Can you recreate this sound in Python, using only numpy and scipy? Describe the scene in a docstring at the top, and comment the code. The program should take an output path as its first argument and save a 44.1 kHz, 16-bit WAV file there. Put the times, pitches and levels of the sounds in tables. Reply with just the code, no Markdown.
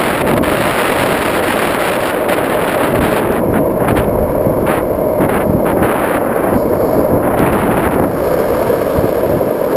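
"""A skateboard runs fast down an asphalt street, heard from a small camera that the rider holds.
Road grain drums through the wheels into the resonant deck, the tread rasps, seams knock,
and a parked car reflects the wheels' hiss. Wind buffets the microphone and tears across its port
in gusts. The camera holds each sample at a low rate, mirroring the sound into a thin treble sizzle."""
import sys
import numpy as np
from scipy import signal
from scipy.fft import rfft, irfft
from scipy.io import wavfile
from scipy.ndimage import uniform_filter1d

SR = 44100
rng = np.random.default_rng(int(sys.argv[2]) if len(sys.argv) > 2 else 0)


def master(y):
    """Save y as 16-bit WAV."""
    cut = np.clip(np.atleast_2d(y).T, -1, 1)
    pcm = np.round(cut * 32767)  # scale
    wavfile.write(sys.argv[1], SR, pcm.astype(np.int16))


N = 430416
TIME = np.arange(N) / SR
BIN_HZ = np.fft.rfftfreq(N, 1 / SR)
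DULLING = 0.36  # extra spectral fall in dB per kHz for each dB that the air stream loses


def gain_of(db):
    """Decibels to amplitude ratio."""
    return 10 ** (np.asarray(db) / 20)


def unit_rms(x):
    """Normalisation to rms 1."""
    return x / np.sqrt(np.mean(x ** 2) + 1e-20)


def unit_band_rms(x, lo_hz, hi_hz):
    """Normalisation of one band to rms 1, by Parseval's theorem."""
    band = rfft(x)[(BIN_HZ > lo_hz) & (BIN_HZ < hi_hz)]
    return x / np.sqrt(2 * np.sum(abs(band) ** 2) / N ** 2)


def curve(rows, t=TIME, column=1):
    """Linear interpolation of one table column at the times t."""
    rows = np.asarray(rows)
    return np.interp(t, rows[:, 0], rows[:, column])


def coloured(x, spectrum):
    """Filtering by a gain curve in dB, interpolated over log frequency."""
    hz, db = np.transpose(spectrum)
    gain_db = np.interp(np.log(BIN_HZ + 1), np.log(hz + 1), db)
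    return irfft(rfft(x) * gain_of(gain_db), N)


def add(mix, start_s, sound):
    """Superposition of a sound on the mix."""
    part = mix[max(round(start_s * SR), 0):][:len(sound)]
    part += sound[:len(part)]


def wander(lo_hz, hi_hz):
    """Pink drift of rms 1: equal power per octave between two rates."""
    hz = BIN_HZ + 1e-3
    shape = 1 / np.sqrt(hz * (1 + (lo_hz / hz) ** 4) * (1 + (hz / hi_hz) ** 4))
    return unit_rms(irfft(rfft(rng.standard_normal(N)) * shape, N))


def swells(rows, steepness):
    """Amplitude envelope of rounded swells; incoherent sounds add in power."""
    return np.sqrt(sum(gain_of(db) ** 2 / (1 + abs(2 * (TIME - middle) / length) ** steepness) ** 2
                       for middle, length, db in rows))


def resonate(force, modes, size=4096):
    """Forced vibration: convolution with the minimum-phase response of damped modes."""
    hz = abs(np.fft.fftfreq(size, 1 / SR))
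    power = sum(gain_of(db) ** 2 / (1 + (2 * (hz - f) / width) ** 2) ** 2 for f, width, db in modes)
    log_gain = .5 * np.log(power + 1e-12)
    response = np.fft.ifft(np.exp(np.conj(signal.hilbert(log_gain)))).real[:size // 2]
    return signal.oaconvolve(force, response)[:N]


def buffeting():
    """Turbulent pressure of the headwind rumbles on the microphone; larger eddies sound deeper."""
    # pressure spectrum: frequency_hz, density_db
    spectrum = [(10, -26), (25, -13), (50, -5), (95, -2.5), (160, -1), (240, -1), (350, -1.5), (520, -10),
                (800, -14.5), (1400, -31), (3000, -57)]
    # steady wind: time_s, level_db, deep_lift_db
    headwind = [(0, -23, -1), (1.1, -23.5, 1), (2.4, -27, -2), (2.95, -25, -2), (3.7, -19.5, -2),
                (4.2, -19.5, 9), (4.4, -25, 6), (5.0, -23.5, 3.5), (5.75, -17.5, -3), (5.95, -25, 0),
                (6.35, -29, -1), (6.65, -20, 1), (7.25, -26, 5), (8.0, -19, 0.5), (8.3, -25, 1.5),
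                (9.3, -22.5, -3), (9.5, -25.5, -12), (9.76, -21.5, -13)]
    # surges on top of it: middle_s, length_s, level_db
    surges = [(0.355, 0.2, -16.5), (0.6, .04, -18), (1.09, 0.12, -22.5), (3.0, 0.21, -16.5),
              (3.3, .05, -18), (3.41, 0.037, -34), (3.55, 0.13, -15.5), (3.96, 0.086, -17),
              (4.48, 0.035, -17), (4.62, 0.13, -18), (5.24, 0.058, -14.5), (5.54, .1, -20),
              (5.83, 0.05, -16.5), (6.17, .04, -21), (6.55, 0.076, -15.5), (6.99, .05, -17.5),
              (7.16, 0.064, -14.5), (7.42, 0.1, -15), (7.72, 0.6, -18.5), (8.0, 0.13, -26),
              (8.7, 0.066, -24), (8.975, .04, -20), (9.045, 0.044, -16), (9.34, .12, -16.5)]
    lumps = rng.standard_normal(N) * gain_of(1.8 * wander(5.0, 70))
    rumble = unit_band_rms(coloured(lumps, spectrum), 30, 260)
    deep = irfft(rfft(rumble) / (1 + (BIN_HZ / 115) ** 4), N)
    steady = gain_of(curve(headwind) - 2.07)
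    surging = swells(surges, steepness=2.5)
    deep_gain = np.hypot(steady * gain_of(curve(headwind, column=2)), surging * gain_of(-5))
    return (rumble - deep) * np.hypot(steady, surging) + deep * deep_gain


def eddies():
    """Pressure pulses: large eddies push once and rebound; small ones snap at the port."""
    # large eddies: middle_s, relative_peak_db, pitch_hz
    thumps = [(3.005, -12, 70.0), (3.499, -6, 153), (3.994, -7, 96.5), (4.471, -1, 178), (5.498, 2, 172),
              (5.552, -1, 143), (7.147, -10, 96.9), (8.989, 0, 116), (9.045, -3, 159)]
    # small eddies: start_s, peak_db
    pops = [(3.324, -11), (5.210, -19), (7.393, -5), (7.528, -14), (7.545, -16), (7.950, -19)]
    out, t = np.zeros(N), np.arange(-SR // 50, SR // 50) / SR
    for middle, db, hz in thumps:
        spread = (np.pi * hz * t) ** 2
        add(out, middle + t[0], gain_of(db - 1.5) * (1 - 2 * spread) * np.exp(-spread))
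    decay = (t - t[0]) / .00022
    for start, db in pops:
        add(out, start, -gain_of(db) * (1 - decay) * np.exp(-decay))
    return out


def gusting(t):
    """Envelope of the strongest gust: its level, spectral fall and openness (0-1) at the times t."""
    # gusts across the port: start_s, end_s, level_db, fall_db_per_khz
    gusts = [(0.0, 0.567, -22, 7.5), (0.573, 2.11, -21.5, 7), (2.11, 2.266, -28, 9),
             (2.288, 2.347, -21, 7.5), (2.359, 2.672, -24, 8.7), (2.675, 2.756, -21, 8),
             (2.775, 3.017, -24, 9), (3.013, 3.197, -22.5, 8), (3.203, 3.393, -26.5, 11),
             (3.54, 3.586, -26.5, 12.5), (3.805, 3.873, -29, 15), (3.883, 3.916, -22, 10.5),
             (3.961, 3.998, -23, 9), (4.005, 4.05, -33, 10.5), (4.668, 4.788, -23.5, 10.5),
             (5.211, 5.25, -25, 12.5), (5.293, 5.375, -24, 11), (5.405, 5.425, -29, 11.5),
             (5.66, 5.72, -26.5, 12), (5.77, 5.82, -31.5, 17.5), (5.823, 6.004, -24.5, 11.5),
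             (6.018, 6.172, -24.5, 11), (6.197, 6.34, -31, 15.5), (6.35, 6.557, -28.5, 14.5),
             (6.723, 6.76, -30.5, 16.5), (7.23, 7.347, -29.5, 15.5), (7.371, 7.945, -25, 11.5),
             (7.95, 8.05, -30.5, 17)]
    attack_s, release_s, sag_db = 0.017, 0.033, 1.5  # attack and release each span 20 dB
    start, end, db, fall = np.transpose(gusts)[:, :, None]
    fade_db = 20 * (np.maximum(start - t, 0) / attack_s + np.maximum(t - end, 0) / release_s)
    level = db - fade_db - sag_db * np.clip((t - start) / (end - start), 0, 1)
    fall = fall + DULLING * np.minimum(fade_db, 20)
    strongest = level.argmax(0), np.arange(len(t))
    return level[strongest], fall[strongest], gain_of(-fade_db[strongest])


def stall_loss(t):
    """Flow separation: a gust's loss in dB while the stream is off the port."""
    # stalls of the stream: middle_s, length_s, depth_db
    stalls = [(0.245, 0.042, 8), (0.325, 0.018, 7), (0.355, 0.021, 10), (0.409, 0.032, 30),
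              (1.414, 0.026, 5), (1.776, 0.03, 5.5), (1.987, 0.029, 4.5), (2.417, 0.04, 3.5),
              (2.579, 0.026, 3), (2.94, 0.021, 5), (3, 0.011, 13), (7.514, 0.0086, 9.5), (7.698, 0.023, 4),
              (7.893, 0.029, 8)]
    return sum(db / (1 + (2 * (t - middle) / length) ** 14) for middle, length, db in stalls)


def turbulence(snaps_per_s, snaps_db):
    """Vortex shedding: small vortices snap off amid smooth flow noise."""
    snaps = (rng.random(N) < snaps_per_s / SR) * rng.choice([-1, 1], N) * rng.uniform(0.39, 1, N)
    return unit_rms(rng.standard_normal(N) + gain_of(snaps_db) * unit_rms(snaps))


def rushing():
    """Flow noise at the port, in gusts over a breeze: faster air is both louder and brighter."""
    # weak stream between gusts: time_s, level_db, fall_db_per_khz
    breeze = [(3.4, -43, 11), (4.4, -40.5, 14.5), (5.0, -45, 11), (6.6, -47, 14), (6.9, -40, 18.5),
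              (8.1, -37.5, 16), (8.55, -36, 9), (9.0, -40.5, 5), (9.76, -40, 10.5)]
    # response of the port: frequency_hz, gain_db
    port = [(20, -42), (100, -17.5), (280, -3.5), (600, -1.5), (1000, -1), (1800, 1.5), (3000, 2.5),
            (4500, 3), (6000, 1.5)]
    frames = dict(fs=SR, nperseg=128, noverlap=96)
    hz, t, spectra = signal.stft(turbulence(snaps_per_s=330, snaps_db=-3.0), **frames)
    surge = np.tanh(0.61 * np.interp(t, TIME, wander(11.6, 332)))  # the air's speed is bounded
    flutter = np.tanh(0.56 * np.interp(t, TIME, wander(3.3, 200)))
    level, fall, _ = gusting(t)
    loss = stall_loss(t)
    khz = hz[:, None] / 1000
    above_pivot = khz - 1.8
    gust_db = level - loss - (fall + DULLING * loss) * above_pivot
    breeze_db = curve(breeze, t) - curve(breeze, t, column=2) * above_pivot
    db = np.maximum(gust_db, breeze_db) + 1.67 * surge * np.minimum(khz, 2.2) + 3.4 * flutter
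    air = signal.istft(spectra * gain_of(db), **frames)[1][:N]
    return gain_of(11.5) * coloured(air, port)


def car_reflection():
    """Reflection: the side of a parked car returns the wheels' hiss as the board passes."""
    # swells of reflected hiss: middle_s, length_s, level_db
    reflections = [(6.59, 0.12, -49), (6.91, 0.28, -48.5)]
    # peaks of its spectrum: centre_hz, width_hz, level_db
    bands = [(4630, 1200, 0), (5300, 700, -6)]
    hiss = resonate(rng.standard_normal(N), bands)
    return unit_rms(hiss) * swells(reflections, steepness=4.4)


def seams():
    """Damped impact: each road seam gives the soft wheels one short, dull knock."""
    # seam impacts: time_s, relative_peak_db
    knocks = [(9.409, 5.5), (9.508, 2.5), (9.613, 0), (9.752, 1)]
    out, t = np.zeros(N), np.arange(-SR // 100, SR // 100) / SR
    knock = np.sin(2 * np.pi * 540 * t) * np.exp(-(t / 0.0021) ** 2)
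    for time_s, db in knocks:
        add(out, time_s + t[0] + 0.00303, gain_of(db - 4.5) * knock)
    return out


def road_grain(per_s, spread_db, wobble_db=0.0, wheel_hz=39.3):
    """Shot noise of tiny blows from the road; any wobble modulates it once per wheel turn."""
    blows = (rng.random(N) < per_s / SR) * rng.standard_normal(N)
    turns = np.cumsum(wheel_hz * (1 + 0.071 * wander(0.99, 2.0))) / SR
    roughness_db = spread_db * np.tanh(wander(11.6, 160))
    return blows * gain_of(roughness_db + wobble_db * np.sin(2 * np.pi * turns))


def hollowed(x):
    """Notch filtering: two narrow dips hollow the rolling sound, as from an echo off the road."""
    # dips in the spectrum: centre_hz, width_hz, depth_db
    notches = [(830, 51, 6.5), (1990, 160, 10)]
    loss_db = sum(db / (1 + (2 * (BIN_HZ - hz) / width) ** 2) for hz, width, db in notches)
    return irfft(rfft(x) * gain_of(-loss_db), N)


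def scrubbing():
    """Friction on coarse asphalt excites the tread's resonances into a rasp."""
    # strength of the rasp: time_s, treble_level_db
    grit = [(0, -57), (3.7, -58.5), (4.35, -55), (6.3, -56), (6.95, -50.5), (7.3, -58), (8.05, -53),
            (8.27, -43.5), (8.75, -44.5), (9.55, -50), (9.75, -44.5)]
    # tread resonances: pitch_hz, width_hz, level_db
    modes = [(507, 260, 36.5), (950, 140, 22.5), (1190, 290, 20.5), (1610, 390, 16.5), (2090, 410, 11),
             (3030, 1070, -1.5), (4270, 710, -3.5), (5160, 2500, -3)]
    rasp = resonate(road_grain(per_s=7000, spread_db=3.0), modes)
    return unit_band_rms(rasp, 3600, 5500) * gain_of(curve(grit) - 1.0)


def rolling():
    """Random impacts drive the modes of wheels and deck into a drone, which dips during gusts."""
    # strength of the drone: time_s, level_db
    levels = [(0, -22), (0.35, -14), (0.75, -18), (2.05, -14.5), (2.35, -12), (3.3, -15), (3.7, -13.5),
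              (4.5, -13.5), (5.6, -14.5), (6.0, -16), (7.0, -12.5), (7.88, -23), (8.3, -20.5),
              (9.35, -15.5), (9.76, -19.5)]
    # wheel and deck resonances: pitch_hz, width_hz, level_db
    modes = [(316, 160, -7), (520, 250, -1.5), (610, 82, 1.5), (974, 234, -12), (1570, 110, -36.5),
             (2115, 290, -28), (2900, 800, -62.5)]
    drone = resonate(road_grain(per_s=6000, spread_db=3.0, wobble_db=-0.3), modes)
    t = TIME[::64]
    _, _, openness = gusting(t)
    dip_db = 3.0 * np.interp(TIME, t, openness)
    return unit_band_rms(drone, 420, 680) * gain_of(curve(levels) - dip_db - 2.5)


def scene():
    """Superposition of board and wind at one microphone."""
    board = hollowed(rolling() + scrubbing()) + seams() + car_reflection()
    wind = buffeting() + rushing() + eddies()
    return (board + wind)[None]


def low_pass(x, hz, taps):
    """Linear-phase low-pass by a windowed sinc."""
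    return signal.oaconvolve(x, signal.firwin(taps, hz, window=("kaiser", 7), fs=SR)[None], "same")


def record(dry):
    """Quick limiting, saturation, spectral imaging by sample-and-hold, then a band limit."""
    threshold_db, ceiling, hold_hz = -10.0, .93, 12000
    power_db = 10 * np.log10(abs(uniform_filter1d(dry[0] ** 2, size=900)) + 1e-12)
    over_db = uniform_filter1d(np.maximum(power_db - threshold_db, 0), size=400)
    limited = dry * gain_of(-.4 * over_db)
    saturated = limited / (1 + (limited / ceiling) ** 10) ** .1
    narrow = low_pass(saturated, hz=5780, taps=131)
    # holding a sample repeats the band on both sides of the holding rate, under a sinc slope
    mirrored = narrow * 2 * np.cos(2 * np.pi * hold_hz * TIME)
    sizzle = irfft(rfft(mirrored) * np.sinc(BIN_HZ / hold_hz), N)
    return low_pass(narrow + gain_of(.8) * sizzle, hz=15470, taps=511)


dry = scene()
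out = record(dry)
master(out)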